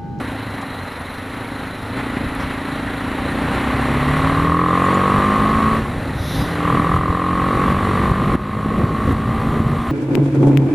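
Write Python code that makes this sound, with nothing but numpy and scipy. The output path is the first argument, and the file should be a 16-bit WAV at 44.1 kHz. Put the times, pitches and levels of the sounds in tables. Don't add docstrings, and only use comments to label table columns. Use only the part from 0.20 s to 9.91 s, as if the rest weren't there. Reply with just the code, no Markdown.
import sys
import numpy as np
from scipy import signal
from scipy.fft import rfft, irfft, next_fast_len
from scipy.io import wavfile
from scipy.ndimage import uniform_filter1d, map_coordinates

SR = 44100
rng = np.random.default_rng(int(sys.argv[2]) if len(sys.argv) > 2 else 0)


def pcm_store(signal):
    levels = np.round(np.clip(np.atleast_2d(signal), -1, 1) * 32767)
    wavfile.write(sys.argv[1], SR, levels.astype(np.int16).T)


def nominal_scale(level):
    x = np.asarray(level, float) / 20
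    return 10 ** x


N = 428211
SHIFT_S = 6.0

# (time [s], throttle [0-1])
THROTTLE = [(0, 0.77), (.9, 0.55), (1.05, 0.43), (1.47, 0.68), (1.6, 0.32), (1.8, 0.8), (3.1, 0.86),
            (3.5, 0.95), (4.5, 0.96), (5.555, 0.95), (5.63, 0.45), (6.07, 0.1), (6.2, 0.61), (6.38, 0.69),
            (6.48, 0.99), (7.5, 0.92), (8.85, 0.84), (9.71, 0.75)]


def unit(x):
    return x / np.sqrt(np.mean(x ** 2) + 1e-20)


def along(points, hz):
    f, v = np.transpose(points)
    return np.interp(np.log(hz + 1), np.log(f + 1), v)


def curves(rows):
    s, *cols = np.transpose(rows)
    return [np.interp(np.arange(N) / SR, s, c) for c in cols]


def wobble(rate_hz):
    knots = rng.standard_normal(int(N * rate_hz / SR) + 4)
    return map_coordinates(knots, [np.arange(N) * rate_hz / SR])


def steady(x, size):
    power = uniform_filter1d(uniform_filter1d(x ** 2, size), size)
    return x / np.sqrt(np.abs(power) + 1e-20)


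def filtered(x, response):
    m = next_fast_len(N + SR // 2)
    return irfft(rfft(x, m) * response(np.fft.rfftfreq(m, 1 / SR)), m)[..., :N]


def rush(spectrum, patchy_db):
    z = signal.stft(rng.standard_normal(N), nperseg=512)[2]
    field = uniform_filter1d(rng.standard_normal(z.shape), size=6, axis=0)
    field = uniform_filter1d(field, size=10, axis=1)
    x = signal.istft(z * nominal_scale(patchy_db * unit(field)), nperseg=512)[1][:N]
    return unit(filtered(x, lambda hz: nominal_scale(along(spectrum, hz))))


def puff(cycle, sharp):
    return unit(np.exp(sharp * np.cos(2 * np.pi * cycle)))


def firing_hz(cycle):
    return np.gradient(cycle) * SR


def effort(cycle, open_db, shut_db, rise_db, full_hz=100):
    hz = np.minimum(firing_hz(cycle), full_hz)
    return open_db + shut_db * (1 - curves(THROTTLE)[0]) + rise_db * np.log2(hz / min(full_hz, 45))


def exhaust(cycle):
    # (multiple of firing rate, level [dB])
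    orders = [(1, -32), (2, -10), (3, -8), (4, 1), (5, -10.5), (6, -13), (7, -2), (8, -6), (10, -3),
              (12, -2), (15, -5)]
    # (frequency [Hz], gain [dB])
    pipe = [(25, -57), (60, 6), (150, 5.5), (190, -2.5), (235, 8.5), (270, 13.5), (330, -4), (450, -4),
            (680, -14), (790, -3.5), (900, -44), (2000, -45), (2600, -27)]
    sound, hz = np.zeros(N), firing_hz(cycle)
    multiple, shape_db = np.transpose(orders)
    db = effort(cycle, open_db=-19.5, shut_db=-12, rise_db=17.5, full_hz=36.55)
    pull = np.clip(5 * curves(THROTTLE)[0] - 3.75, 0, 1)
    low_gear = np.arange(N) < SHIFT_S * SR
    lug_hz, thump_hz = 32.7, 42.2
    shake_db = 2 - 23.5 * np.clip((lug_hz - hz) / 3, 0, 1) * pull
    thump_db = 8.5 * np.clip((thump_hz + 2 - hz) / 3, 0, 1) * pull * low_gear
    for k in range(1, 37):
        drift_db, slip = 1.5 * wobble(7), .008 * k * wobble(12)
        level_db = along(pipe, k * hz) + 1.05 * np.interp(k, multiple, shape_db) + drift_db
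        level_db = level_db + (k == 4) * shake_db + (k == 2) * thump_db
        spread = rng.uniform(0, 2 * np.pi) * (k < 11)
        sound += nominal_scale(level_db) * np.sin(2 * np.pi * k * (cycle + 0.028) + spread + slip)
    return nominal_scale(db + 1.27) * steady(sound, size=5000)


def airbox(cycle):
    # (centre [Hz], width [Hz], gain [dB])
    modes = [(1015, 90, -6), (1092, 55, 3.5), (1190, 65, 0), (1275, 70, -5), (1890, 170, -16)]
    lead, lead_low_gear, second, second_low_gear, wander = .17, .13, .29, .05, .009
    hz, low_gear = firing_hz(cycle), np.arange(N) < SHIFT_S * SR
    hard = low_gear * np.clip((hz - 38) / 13, 0, 1)
    turn = cycle + lead + lead_low_gear * hard + wander * (hz / 46) ** 2.5 * wobble(14)
    echo = .5 + .3 * np.log2(hz / 45) + .6 * hard ** 3
    second_late = second + second_low_gear * low_gear + .3 * wander * wobble(3)
    blows = np.zeros(N)
    for late, size in ((0, np.ones(N)), (second_late, echo)):
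        slam = np.flatnonzero(np.diff(np.floor(turn - late)) > 0)
        luck = rng.standard_normal((500, 2))[:len(slam)]
        at = np.clip(slam + np.round(1.5 * luck[:, 0]).astype(int), 0, N - 1)
        blows[at] += size[slam] * nominal_scale(1.2 * luck[:, 1])
    gulp = (hz / 44) ** 3.5
    drive = blows + gulp * .008 * puff(cycle - .2, sharp=.5) * rng.standard_normal(N)

    def box(f):
        return sum((-1) ** k * nominal_scale(g) * 1j * f * w / (c * c - f * f + 1j * f * w)
                   for k, (c, w, g) in enumerate(modes))

    def duct(f):
        return (1 + 1j * f / 2300) ** -4 * (1j * f / (700 + 1j * f)) ** 2

    ring = steady(filtered(drive, lambda f: box(f) * duct(f)), size=4000)
    return nominal_scale(effort(cycle, open_db=-17, shut_db=-39, rise_db=36, full_hz=42.35)) * ring


def road(cycle):
    # (frequency [Hz], density [dB per Hz])
    gear_colour = [(150, -9), (300, -1.5), (610, 3), (710, -1.5), (775, 3), (870, 2.5), (1450, 1.5),
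                   (1650, -0.5), (1950, 2), (2300, -5.5), (3700, -13.5), (4060, -14.5), (4350, -23),
                   (5200, -58), (8000, -90)]
    # (frequency [Hz], density [dB per Hz])
    tappet_colour = [(2800, -40), (3850, -3), (4120, -0.5), (4400, -19.5), (9000, -29), (12400, -22),
                     (13200, -23), (15400, -40)]
    # (frequency [Hz], density [dB per Hz])
    hiss_colour = [(2650, -25), (4500, 4), (4960, -7), (5670, -2.5), (6320, -8), (6690, -9.5), (7230, -1),
                   (8050, -8.5), (8920, 1), (10100, -4.5), (10300, -4.5), (10900, -3), (12000, -6),
                   (13400, -21), (15400, -27)]
    # (frequency [Hz], density [dB per Hz])
    sign_colour = [(1470, -38), (2500, -15), (2800, -15), (3440, 2), (3920, 5), (4260, -3.5), (5910, -5),
                   (7830, -23), (10800, -4.5), (12600, -11), (15400, -34)]
    # (time [s], gain [dB])
    hedge = [(0, -0.4), (2.9, 1.5), (3.4, 4), (4.08, 4), (4.46, -3), (4.56, 2.8), (5.3, 0.45), (6.4, 3.4),
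             (7.1, -0.5), (7.5, 2.6), (8.2, 0.2), (9.71, -2.4)]
    # (time [s], gain [dB])
    potholes = [(.01, 2.5), (1.78, 3), (1.97, 2.5), (2.22, 3), (2.32, 2.2), (3.35, 2.2)]
    jolt_s, sign_s, sign_wide_s, sign_db = 0.023, 6.16, .16, -33.5
    t = np.arange(N) / SR
    near_db = curves(hedge)[0] + sum(db * np.exp(-((t - s) / jolt_s) ** 2) for s, db in potholes)
    gear_db = near_db + effort(cycle, open_db=-29, shut_db=-7, rise_db=3)
    hiss_db = near_db + effort(cycle, open_db=-45, shut_db=-5, rise_db=5.5)
    tappet_db = effort(cycle, open_db=-50.5, shut_db=0, rise_db=-5)
    shake = 0.39 * wobble(11) + 0.17 * wobble(40)
    throb = puff(cycle - .05, sharp=0.059) * puff(2 * cycle, sharp=0.017)
    gear = nominal_scale(gear_db + 3 + shake) * throb * rush(gear_colour, patchy_db=0.62)
    tappets = nominal_scale(tappet_db) * puff(cycle, sharp=0.42) * rush(tappet_colour, patchy_db=2.3)
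    hiss = nominal_scale(hiss_db - 2.0) * throb * rush(hiss_colour, patchy_db=1.0)
    passing = np.exp(-((t - sign_s) / sign_wide_s) ** 2)
    swish = nominal_scale(sign_db) * passing * rush(sign_colour, patchy_db=1.8)
    return gear + nominal_scale(shake) * (hiss + swish + tappets)


def wind():
    # (time [s], buffet level [dB])
    air = [(0, -37.5), (.9, -41), (1.6, -37.5), (1.78, -38), (2.6, -35.5), (3.27, -31.5), (4.16, -27),
           (4.6, -36), (5.5, -26.5), (6.3, -30), (6.9, -24.5), (7.05, -34), (7.2, -26), (8.14, -22),
           (8.4, -23.5), (9.4, -22), (9.71, -25.5)]
    # (time [s], buffet gain [dB], flutter gain [dB])
    gusts = [(1.5, 0, 2), (1.77, 1, 7), (2.05, 5.5, 1), (2.25, 5, -4), (4.75, -1.5, 15), (4.95, 7, -1),
             (5.26, 4, 1.5), (6.21, 3.5, 2), (6.55, 2.5, 2.5), (6.76, 4.5, -8), (7.27, -0.5, -5),
             (7.55, 3.5, -2), (8.12, -0.5, 5.5), (8.6, 1.5, 4.5), (8.9, 3.5, 0.5), (9.48, 2.5, 0)]
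    # (time [s], peak [dB], pitch [Hz])
    slap_events = [(1.779, -11, 274), (1.971, -6, 250), (2.069, -17, 64.6), (6.011, -8, 95.5),
                   (6.196, -4, 108), (6.214, -14, 86.1), (6.225, -6, 179), (6.601, -1, 158),
                   (6.769, -31, 78.1), (6.904, 0, 78.1), (7.918, -2, 113), (8.073, -1, 156),
                   (8.116, -22, 194), (8.153, 2, 212), (8.461, 2.5, 266), (8.553, -13, 61.5),
                   (8.617, -9, 88.8), (8.644, 1, 111), (8.908, -3, 253), (8.924, -9, 102),
                   (9.249, -46, 229), (9.376, -41, 229), (9.404, 1, 223), (9.471, -3, 118)]
    # (frequency [Hz], density [dB per Hz])
    rumble_colour = [(12, -19), (25, -11.5), (50, -2), (90, -0.5), (140, -2), (250, -11), (500, -57)]
    # (frequency [Hz], density [dB per Hz])
    flutter_colour = [(40, -35), (90, -20), (140, -7.5), (220, -4), (400, -10.5), (800, -20), (2000, -66)]
    gust_s, flutter_over_buffet_db = 0.068, -4
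    slaps, t = np.zeros(N + SR), np.arange(-600, 600) / SR
    for s, db, hz in slap_events:
        slap = np.exp(-(2.0 * hz * t) ** 2) * np.sin(2 * np.pi * hz * t - .8)
        slaps[round(s * SR) - 600:][:len(t)] += nominal_scale(db - 4.0) * slap
    s, push_db, flap_db = np.transpose(gusts)
    gust = np.exp(-((np.arange(N) / SR - s[:, None]) / gust_s) ** 2)
    buffet_db = curves(air)[0] + push_db @ gust
    flutter_db = flutter_over_buffet_db + flap_db @ gust
    rumble = unit(nominal_scale(0.31 * wobble(19)) * rush(rumble_colour, patchy_db=-0.34))
    lumps_db = 0.28 * wobble(24) + 0.98 * wobble(45)
    flutter = unit(nominal_scale(lumps_db) * rush(flutter_colour, patchy_db=-1.5))
    return slaps[:N] + nominal_scale(buffet_db + 3.5) * (rumble + nominal_scale(flutter_db) * flutter)


def grit():
    # (time [s], peak [dB], t60 [s], centre [Hz], width [Hz])
    ticks = [(.42, -13.5, 0.081, 1107, 250), (.41, -32, 0.056, 7000, 6550), (.79, -33, .1, 10000, 1200),
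             (.915, -36, .12, 9800, 1000), (1.25, -42, .08, 9800, 900), (1.37, -42, .1, 9800, 900),
             (1.96, -41, .03, 9000, 4000), (2.15, -25, .015, 10000, 6000), (2.2, -33, .2, 5330, 1800),
             (2.235, -38, .04, 10000, 2000), (2.333, -30, .04, 10500, 2500), (3.1, -35, .1, 9800, 900),
             (3.613, -28, .03, 8900, 1500), (4.641, -31, .08, 7140, 400), (4.74, -26, .08, 7130, 400),
             (8.154, -32, .02, 9000, 6000), (8.923, -28, .02, 8000, 7000), (5.65, -8.5, 0.17, 1070, 40),
             (1.49, -30, .06, 1100, 300)]
    sound, t = np.zeros(N + SR), np.arange(SR // 6) / SR
    for s, db, t60, hz, width in ticks:
        band = unit(np.interp(t * width, np.arange(2000), rng.standard_normal(2000)))
        envelope = nominal_scale(db - 6 - 60 * t / t60) * (1 - np.exp(-25 * t / t60))
        sound[round(s * SR):][:len(t)] += envelope * band * np.sin(2 * np.pi * hz * t)
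    return sound[:N]


def pump(cycle):
    whine_hz, whine_db, fade_db, fade_hz = 10519.5, -55, -18, 34
    db = whine_db + fade_db * np.log2(np.maximum(firing_hz(cycle) / fade_hz, 1))
    phase = 2 * np.pi * np.cumsum(whine_hz + 1.2 * wobble(15)) / SR
    return nominal_scale(db + 2 + 0.58 * wobble(8)) * np.sin(phase)


def scene():
    # (time [s], firing rate [Hz])
    engine = [(0.0, 28.41), (0.825, 21.508), (1.132, 27.951), (1.584, 25.274), (1.802, 30.95),
              (2.042, 26.062), (2.185, 27.18), (2.915, 28.457), (3.667, 33.722), (4.764, 46.935),
              (4.783, 46.144), (5.188, 52.509), (5.596, 55.748), (5.997, 31.68), (6.249, 42.408),
              (6.593, 41.434), (8.404, 52.385), (9.72, 58.943)]
    first_turn = 1.6448
    cycle = first_turn + np.cumsum(curves(engine)[0]) / SR
    mono = exhaust(cycle) + airbox(cycle) + road(cycle) + wind() + grit() + pump(cycle)
    return np.array([mono, mono])


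def band_limit(x):
    return signal.sosfilt(signal.butter(12, 15670, fs=SR, output="sos"), x)


def record(dry):
    # (time [s], drop [dB])
    ducks = [(5.6, 2), (6.229, 2.5), (6.6, 1.5), (6.778, 4), (7.53, 2.5), (7.921, 3), (8.157, 10),
             (8.652, 1.5), (8.931, 3.5), (9.407, 2.5)]
    attack_s, release_s, limit, top_hz = 0.0012, 0.42, .95, 15300
    t = np.arange(N) / SR
    duck_db = sum(-db * np.clip((t - s) / attack_s, 0, 1) * np.exp(-np.maximum(t - s, 0) / release_s)
                  for s, db in ducks)
    x = dry * nominal_scale(duck_db)
    x = x / (1 + np.abs(x / limit) ** 6) ** (1 / 6)
    x = filtered(x, lambda hz: hz < top_hz)
    # (frequency [Hz], gain [dB])
    trace_colour = [(100, -36.5), (2500, -39), (5000, -24.5), (14000, -26.5)]
    trace = filtered(np.roll(x[0], 3000) * wobble(9), lambda hz: nominal_scale(along(trace_colour, hz)))
    return band_limit(x + [trace, -trace])


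dry = scene()
out = record(dry)
pcm_store(out)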